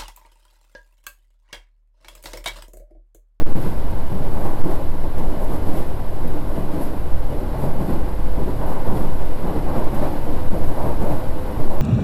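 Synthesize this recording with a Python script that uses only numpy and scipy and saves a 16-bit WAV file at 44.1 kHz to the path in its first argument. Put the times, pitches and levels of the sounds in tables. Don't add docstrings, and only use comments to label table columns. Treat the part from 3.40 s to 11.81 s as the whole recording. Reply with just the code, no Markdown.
import sys
import numpy as np
from scipy import signal
from scipy.fft import rfft, irfft, next_fast_len
from scipy.io import wavfile
from scipy.ndimage import map_coordinates

SR = 44100
rng = np.random.default_rng(int(sys.argv[2]) if len(sys.argv) > 2 else 0)


def generate_wav(sig):
    pcm = np.round(np.clip(np.atleast_2d(sig).T, -1, 1) * 32767).astype(np.int16)
    wavfile.write(sys.argv[1], SR, pcm)


N = 370881

SLOWING_PER_S = 0.0004
SWELL_S = 0.059
TOP_HZ = 13900

# first axle at t/s, then thump, roar, rolling, rush and sizzle as level/dB
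RAIL_JOINTS = [(-0.388, 0, 0, -6.5, -2, -8), (0.679, -9, -2.5, -4.5, -3, -5),
               (1.737, -2.5, -1.1, -4.5, -1, -3.5), (2.796, -2.5, -1, -6, -6, -5.5),
               (3.869, -6.5, -2, -7, -5, -16), (4.935, 0.5, -1, -2.5, -5, -5.5),
               (6.001, 1, 1.5, 1, -0.5, -9), (7.081, 0, -2, -1.5, -6.5, -5), (8.15, -2.5, -7, -8, 2, -2.5)]
# delay after the first axle t/s, then floor drumming, roar, rail rolling, rail rush, window hiss level/dB
AXLE_SWELLS = [(0.0, -27, -30.5, -35.5, -55, -52.5), (0.1, -33.5, -31, -39, -54, -51),
               (0.236, -33, -33.5, -31, -56, -51), (0.315, -32, -28, -29.5, -48, -48),
               (0.494, -28.5, -30.5, -31, -48, -47), (0.578, -29.5, -30.5, -31, -45, -46)]
# t/s, level/dB
TRACK_ROUGHNESS = [(0, 1), (.9, 0.5), (1.6, 0), (2.7, 0), (3.7, 0.5), (4.7, 0.44), (5.8, 2), (7, 2.5),
                   (8.41, 1.5)]
# t/s, floor thump level/dB, panel roar level/dB, bogie clang level/dB, rail ring level/dB, t60/s
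HARD_KNOCKS = [(0.155, -23, -32, -42, -48.0, 0.57), (0.23, -23.0, -27, -46, -39.5, 0.45),
               (0.7, -22.5, -33.5, -48.0, -48.0, 0.6), (0.795, -21, -35.5, -48.0, -48.0, 0.34),
               (0.955, -32.5, -45, -26.5, -48.0, 0.6), (1.044, -30, -30, -44, -27, 0.32),
               (1.245, -24.5, -23, -30.5, -31, 0.52), (1.39, -24.0, -34.0, -29.0, -48.0, 0.17),
               (1.771, -48.0, -26.5, -31.5, -39, 0.45), (1.91, -48.0, -41.5, -30, -42, 0.31),
               (1.99, -40.0, -48.0, -26.5, -48.0, 0.35), (2.125, -25, -48.0, -29, -32.5, 0.23),
               (2.32, -26, -48.0, -31.5, -48.0, 0.66), (2.995, -27, -48.0, -48.0, -46, 0.33),
               (3.16, -22, -50, -32, -50, 0.52), (3.36, -34, -28.0, -35, -50, 0.73),
               (3.91, -46, -27.5, -29.5, -48.0, 0.45), (4.125, -25, -39, -28.5, -35.0, 0.51),
               (4.22, -21.5, -28, -25.5, -34, 0.57), (4.385, -17.0, -27.5, -29, -34, 0.4),
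               (4.48, -19.5, -20.5, -48.0, -31, 0.45), (4.535, -36, -33, -34.5, -41, 0.84),
               (4.975, -48.0, -25, -32.5, -41.0, 0.52), (5.06, -24, -33, -30, -48.0, 0.22),
               (5.204, -29, -31.0, -30, -37.0, 0.37), (5.28, -35, -32, -50, -30.5, 0.8),
               (5.495, -20.5, -27, -32.0, -30.0, 0.4), (5.595, -22.0, -23, -37.0, -29, 0.26),
               (6.049, -31.0, -46.0, -36, -31.5, 0.57), (6.16, -42.5, -48.0, -48.0, -30, 0.33),
               (6.349, -32, -48.0, -24.5, -32, 0.41), (6.58, -27.5, -48.0, -26.5, -38, 0.42),
               (6.614, -48.0, -26.0, -23, -27, 0.36), (6.86, -41, -24.5, -26.5, -43.5, 0.48),
               (7.125, -41, -26.5, -23, -48.0, 0.38), (7.365, -39, -34.5, -27.0, -28.5, 0.45),
               (7.435, -27, -24, -25.5, -30, 0.46), (7.605, -27, -32, -22.5, -44, 0.59),
               (7.701, -22.5, -48.0, -24, -36, 0.39), (8.185, -48.0, -25.5, -34, -40, 0.55),
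               (8.295, -48.0, -32.5, -29, -36, 0.8)]
# t/s, rumble level/dB, boom of the car body level/dB
BOGIE_LEVELS = [(0, -25.5, -44), (.3, -30.5, -36), (.42, -27.5, -36), (.58, -28, -35), (.9, -27, -38),
                (1.7, -30, -34), (2.0, -30, -39), (2.22, -23, -40), (2.5, -32, -33), (2.65, -29.5, -32),
                (2.85, -29, -34), (3.1, -29.5, -36), (3.35, -30.5, -37), (3.9, -26.5, -32), (4.4, -28, -35),
                (4.6, -26.5, -26.5), (4.85, -30.5, -26), (5.2, -27.5, -28), (5.38, -29.5, -38),
                (5.6, -24.5, -33), (5.95, -30.5, -39), (6.2, -25.5, -35), (6.9, -27.5, -44),
                (7.3, -25, -40), (7.9, -28, -45), (8.12, -29.5, -46), (8.41, -26, -48)]
# t/s, level/dB
WHINE_LEVELS = [(0.0, -64), (1.0, -54), (2.3, -47), (3.8, -46), (4.4, -54), (4.85, -39.5), (5.3, -50),
                (5.6, -43.5), (6.0, -41.5), (6.45, -57), (7.1, -39), (7.55, -54), (8.0, -38), (8.41, -47)]
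# t/s, level/dB, half width to 1/e in t/s
WINDOW_GUSTS = [(0.24, -50.5, 0.076), (1.06, -53, 0.14), (1.3, -58, .06), (2.03, -51, .035),
                (2.14, -49.5, .04), (2.38, -51, .05), (3.34, -56, 0.022), (3.43, -48, 0.031),
                (4.24, -50.5, 0.091), (4.42, -53, 0.027), (4.52, -52, 0.067), (5.31, -54, .04),
                (5.58, -52, .06), (6.38, -53, 0.044), (6.58, -53, .04), (6.66, -54, .04), (7.28, -54, .04),
                (7.44, -54, 0.079), (7.63, -55, 0.027), (7.73, -54, 0.063)]
# t/s, f/Hz, level/dB, half width to 1/e in t/s
SEAL_SQUEAKS = [(3.432, 11250, -45.5, .016), (3.462, 11350, -55, .012)]
# t/s, bright tick level/dB, duller clack level/dB, t60/s
FITTING_TICKS = [(1.781, -49, -46, 0.17), (2.877, -43, -52, .045), (5.265, -42, -58, .07),
                 (5.466, -48, -59, .08), (6.545, -44, -50, .12)]
# t/s, level/dB
SWAY_LEVELS = [(0, -4), (.7, -16), (1.3, -5), (2.9, -7), (3.4, -6.5), (4.2, -14.5), (4.8, -8.5),
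               (5.4, -5.5), (6.1, -10), (6.6, -8.5), (7.3, -15), (8.05, -13), (8.41, -2.5)]
# t/s, signed pressure/full scale, half width to 1/e in t/s
PRESSURE_SURGES = [(.046, .85, .034), (.138, -.77, .036), (1.229, .74, .036), (2.305, .6, .03),
                   (3.742, .64, .024), (5.497, .59, .034), (6.46, .62, .025), (7.096, -.75, .026),
                   (7.231, .6, .03), (7.29, -.62, .03), (8.229, .64, .026), (8.29, -.7, .03)]
# f/Hz, width/Hz, lift level/dB
PANEL_RESONANCES = [(141, 17, 5), (190, 9.4, 5), (212, 13, 4.5), (295.3, 20, 5.5)]

DRUMMING_SPECTRUM = [(50, -42), (95, -9), (125, 1), (165, -3), (215, -4.5), (270, -14), (450, -53)]
ROAR_SPECTRUM = [(120, -22), (200, -12), (250, -0.5), (370, -1), (450, -7), (620, -12.5), (1000, -34.5),
                 (2500, -71)]
ROLLING_SPECTRUM = [(150, -34), (350, -7), (470, 0.6), (550, 3), (630, 2), (700, 0), (880, 0.5),
                    (1020, -2.5), (1150, -6.5), (1240, -11.5), (1380, -15.5), (1520, -12.5), (1800, -22.5),
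                    (3000, -35.5), (6000, -82)]
RUSH_SPECTRUM = [(700, -20), (1400, 4), (1750, 0), (2030, 1.5), (2300, -4), (2480, -2.5), (2650, -5.5),
                 (3100, -6), (4100, -7.5), (5300, -12), (6400, -23), (8000, -20.5), (14000, -21)]
CLANG_SPECTRUM = [(200, -24), (400, -4.5), (520, 2), (610, 5.5), (720, -2), (900, -10), (1300, -28),
                  (2200, -28), (5000, -61), (9000, -60)]
RING_SPECTRUM = [(450, -25), (670, -14), (780, 5.5), (1000, 1), (1130, -3.5), (1250, -14), (1380, -16.5),
                 (1520, -16), (2200, -24), (5000, -54)]
RUMBLE_SPECTRUM = [(12, -20), (21, 1), (27, 4.5), (32, -4), (42, -3), (57, -7.5), (68, -4), (80, -5.5),
                   (97, -5.5), (125, -19.5), (200, -22.5), (400, -100)]
HISS_SPECTRUM = [(2000, -18), (4500, -11), (6300, -14.5), (7200, -10.5), (9000, -9.5), (10600, -5.5),
                 (11900, -0.5), (12800, -3.5), (13800, -9.5), (15000, -20)]
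TICK_SPECTRUM = [(5000, -20), (8000, -16), (10000, -6), (12000, 6), (13200, -4), (14000, -6)]
CLACK_SPECTRUM = [(500, -25), (1800, 0), (4000, -13), (6500, -12), (10000, -16), (14000, -30)]
SWAY_SPECTRUM = [(1, -27), (3, -13.5), (4.2, -1), (5.2, 6.5), (6.6, -4.5), (8.3, -2.5), (10.5, -7),
                 (14, -15), (20, -23), (26, -28), (34, -45), (50, -90)]


def wheels():
    _, thump_db, body_db, rail_db, bright_db, _ = np.transpose(RAIL_JOINTS)
    _, drum_db, roar_db, rolling_db, rush_db, _ = np.transpose(AXLE_SWELLS)
    judder = wobble(40)

    drumming = unit(noise(DRUMMING_SPECTRUM, PANEL_RESONANCES) * amp(1.0 * judder))
    drumming *= ride(thump_db, drum_db, steady_db=-37.0, t60=0.49)

    roar = unit(noise(ROAR_SPECTRUM, PANEL_RESONANCES) * amp(0.85 * judder + 0.58 * wobble(12)))
    roar *= ride(body_db, roar_db, steady_db=-37.0, t60=0.68)

    rolling = unit(noise(ROLLING_SPECTRUM) * amp(0.9 * judder + 0.34 * wobble(70)))
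    rolling *= ride(rail_db, rolling_db, steady_db=-37.0, t60=0.62)

    rush = unit(noise(RUSH_SPECTRUM) * amp(0.22 * judder + 0.6 * wobble(120)))
    rush *= ride(bright_db, rush_db, steady_db=-49.5, t60=0.77)
    return drumming + roar + rolling + rush


def ride(joint_db, axle_db, steady_db, t60):
    track_db, = curves(TRACK_ROUGHNESS)
    steady = amp(steady_db + track_db)
    swells = jolts(np.add.outer(joint_db, axle_db), SWELL_S, t60)
    return np.hypot(steady, swells)


def jolts(strength_db, rise, t60):
    starts = np.add.outer([row[0] for row in RAIL_JOINTS], [row[0] for row in AXLE_SWELLS])
    t = clock()[::32]
    age = np.maximum(t - starts[..., None], 0)
    decay_db = -60 * np.maximum(age - rise, 0) / t60
    each = np.minimum(age / rise, 1) * amp(strength_db[..., None] + decay_db)
    return np.interp(clock(), t, np.sqrt(np.sum(each ** 2, axis=(0, 1))))


def knocks(rise=0.014):
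    t = clock()[::16]
    powers = np.zeros((4, len(t)))
    for s, *levels_db, t60 in HARD_KNOCKS:
        age = np.maximum(t - s, 0)
        envelope = amp(-60 * age / t60) * (1 - np.exp(-age / rise))
        powers += np.outer(amp(levels_db), envelope) ** 2
    thump, roar, clang, ring = [np.interp(clock(), t, np.sqrt(power)) for power in powers]
    floor = thump * noise(DRUMMING_SPECTRUM, PANEL_RESONANCES)
    panels = roar * noise(ROAR_SPECTRUM)
    return floor + panels + clang * noise(CLANG_SPECTRUM) + ring * noise(RING_SPECTRUM)


def cabin_pressure(reach=0.44):
    depth_db, = curves(SWAY_LEVELS)
    sway = amp(depth_db) * noise(SWAY_SPECTRUM)
    pressure = sway / (1 + (sway / reach) ** 4) ** (1 / 4)
    surges = np.zeros(N)
    for s, height, width in PRESSURE_SURGES:
        takeover = np.exp(-((clock() - s) / (2 * width)) ** 4)
        pressure *= 1 - takeover
        surges += height * bump(s, width)
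    return pressure + surges


def running_gear():
    rumble_db, boom_db = curves(BOGIE_LEVELS)
    rumble = amp(rumble_db) * noise(RUMBLE_SPECTRUM)
    boom = amp(boom_db) * tone(hz=47.9, drift=0.0048, flutter_db=1.0)
    return rumble + boom


def drive():
    whine_db, = curves(WHINE_LEVELS)
    shaft = amp(-39.0) * tone(hz=68.55, drift=0.0199, flutter_db=2.0)
    whine = amp(whine_db) * tone(hz=508.0, drift=0.00078, flutter_db=0.2)
    rims = amp(-65.5) * narrow(centre_hz=2932, width_hz=43)
    return shaft + whine + rims


def window():
    sizzle_db = np.transpose(RAIL_JOINTS)[-1]
    hiss_db = np.transpose(AXLE_SWELLS)[-1]
    leak = unit(noise(HISS_SPECTRUM) * amp(0.75 * wobble(110)))
    leak *= ride(sizzle_db, hiss_db, steady_db=-54.5, t60=0.75)

    gust_level = sum(amp(db) * bump(s, width) for s, db, width in WINDOW_GUSTS)
    gusts = gust_level * unit(noise(HISS_SPECTRUM) * amp(0.99 * wobble(130)))

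    squeaks = np.zeros(N)
    for s, hz, db, width in SEAL_SQUEAKS:
        squeaks += amp(db) * bump(s, width) * narrow(centre_hz=hz, width_hz=250)
    return leak + gusts + squeaks


def fitting():
    t = clock()
    ticks, clacks = np.zeros((2, N))
    for s, tick_db, clack_db, t60 in FITTING_TICKS:
        decay = (t >= s) * amp(-60 * np.abs(t - s) / t60)
        ticks += amp(tick_db) * decay
        clacks += amp(clack_db) * decay
    return ticks * noise(TICK_SPECTRUM) + clacks * noise(CLACK_SPECTRUM)


def speed():
    return 1 - SLOWING_PER_S * clock()


def tone(hz, drift, flutter_db):
    pitch_hz = hz * speed() * (1 + drift * wobble(6))
    phase = 2 * np.pi * np.cumsum(pitch_hz) / SR
    flutter = amp(flutter_db * np.tanh(wobble(9)))
    return unit(np.sin(phase) * flutter)


def narrow(centre_hz, width_hz):
    return coloured(lambda hz: 1 / (1 + (2 * (hz - centre_hz) / width_hz) ** 2))


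def noise(spectrum, resonances=()):
    f, db = np.transpose(spectrum)

    def gain(hz):
        level_db = np.interp(np.log(hz + 1e-6), np.log(f), db, left=-120, right=-120)
        for centre, width, lift_db in resonances:
            level_db = level_db + lift_db / (1 + (2 * (hz - centre) / width) ** 2)
        return amp(level_db)

    return coloured(gain)


def coloured(gain):
    m = next_fast_len(N + 8192)
    spectrum = rfft(rng.standard_normal(m)) * gain(np.fft.rfftfreq(m, 1 / SR))
    return unit(irfft(spectrum, m)[:N])


def wobble(rate):
    knots = rng.standard_normal(int(N * rate / SR) + 4)
    return unit(map_coordinates(knots, [clock() * rate], mode="mirror"))


def bump(s, width):
    return np.exp(-((clock() - s) / width) ** 2)


def curves(rows):
    s, *columns = np.transpose(rows)
    return [np.interp(clock(), s, column) for column in columns]


def clock():
    return np.arange(N) / SR


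def amp(db):
    return 10 ** (np.asarray(db) / 20)


def unit(x):
    return x / np.sqrt(np.mean(x ** 2) + 1e-20)


def scene():
    train = wheels() + knocks() + running_gear() + drive()
    cabin = window() + fitting() + cabin_pressure()
    return (train + cabin)[None]


def record(dry):
    clipped = np.clip(dry, -.705, .705)
    taps = signal.firwin(601, TOP_HZ, fs=SR, window="blackman")
    half = len(taps) // 2
    padded = np.pad(clipped, ((0, 0), (half, half)), mode="edge")
    return signal.fftconvolve(padded, taps[None], mode="valid", axes=1)


dry = scene()
out = record(dry)
generate_wav(out)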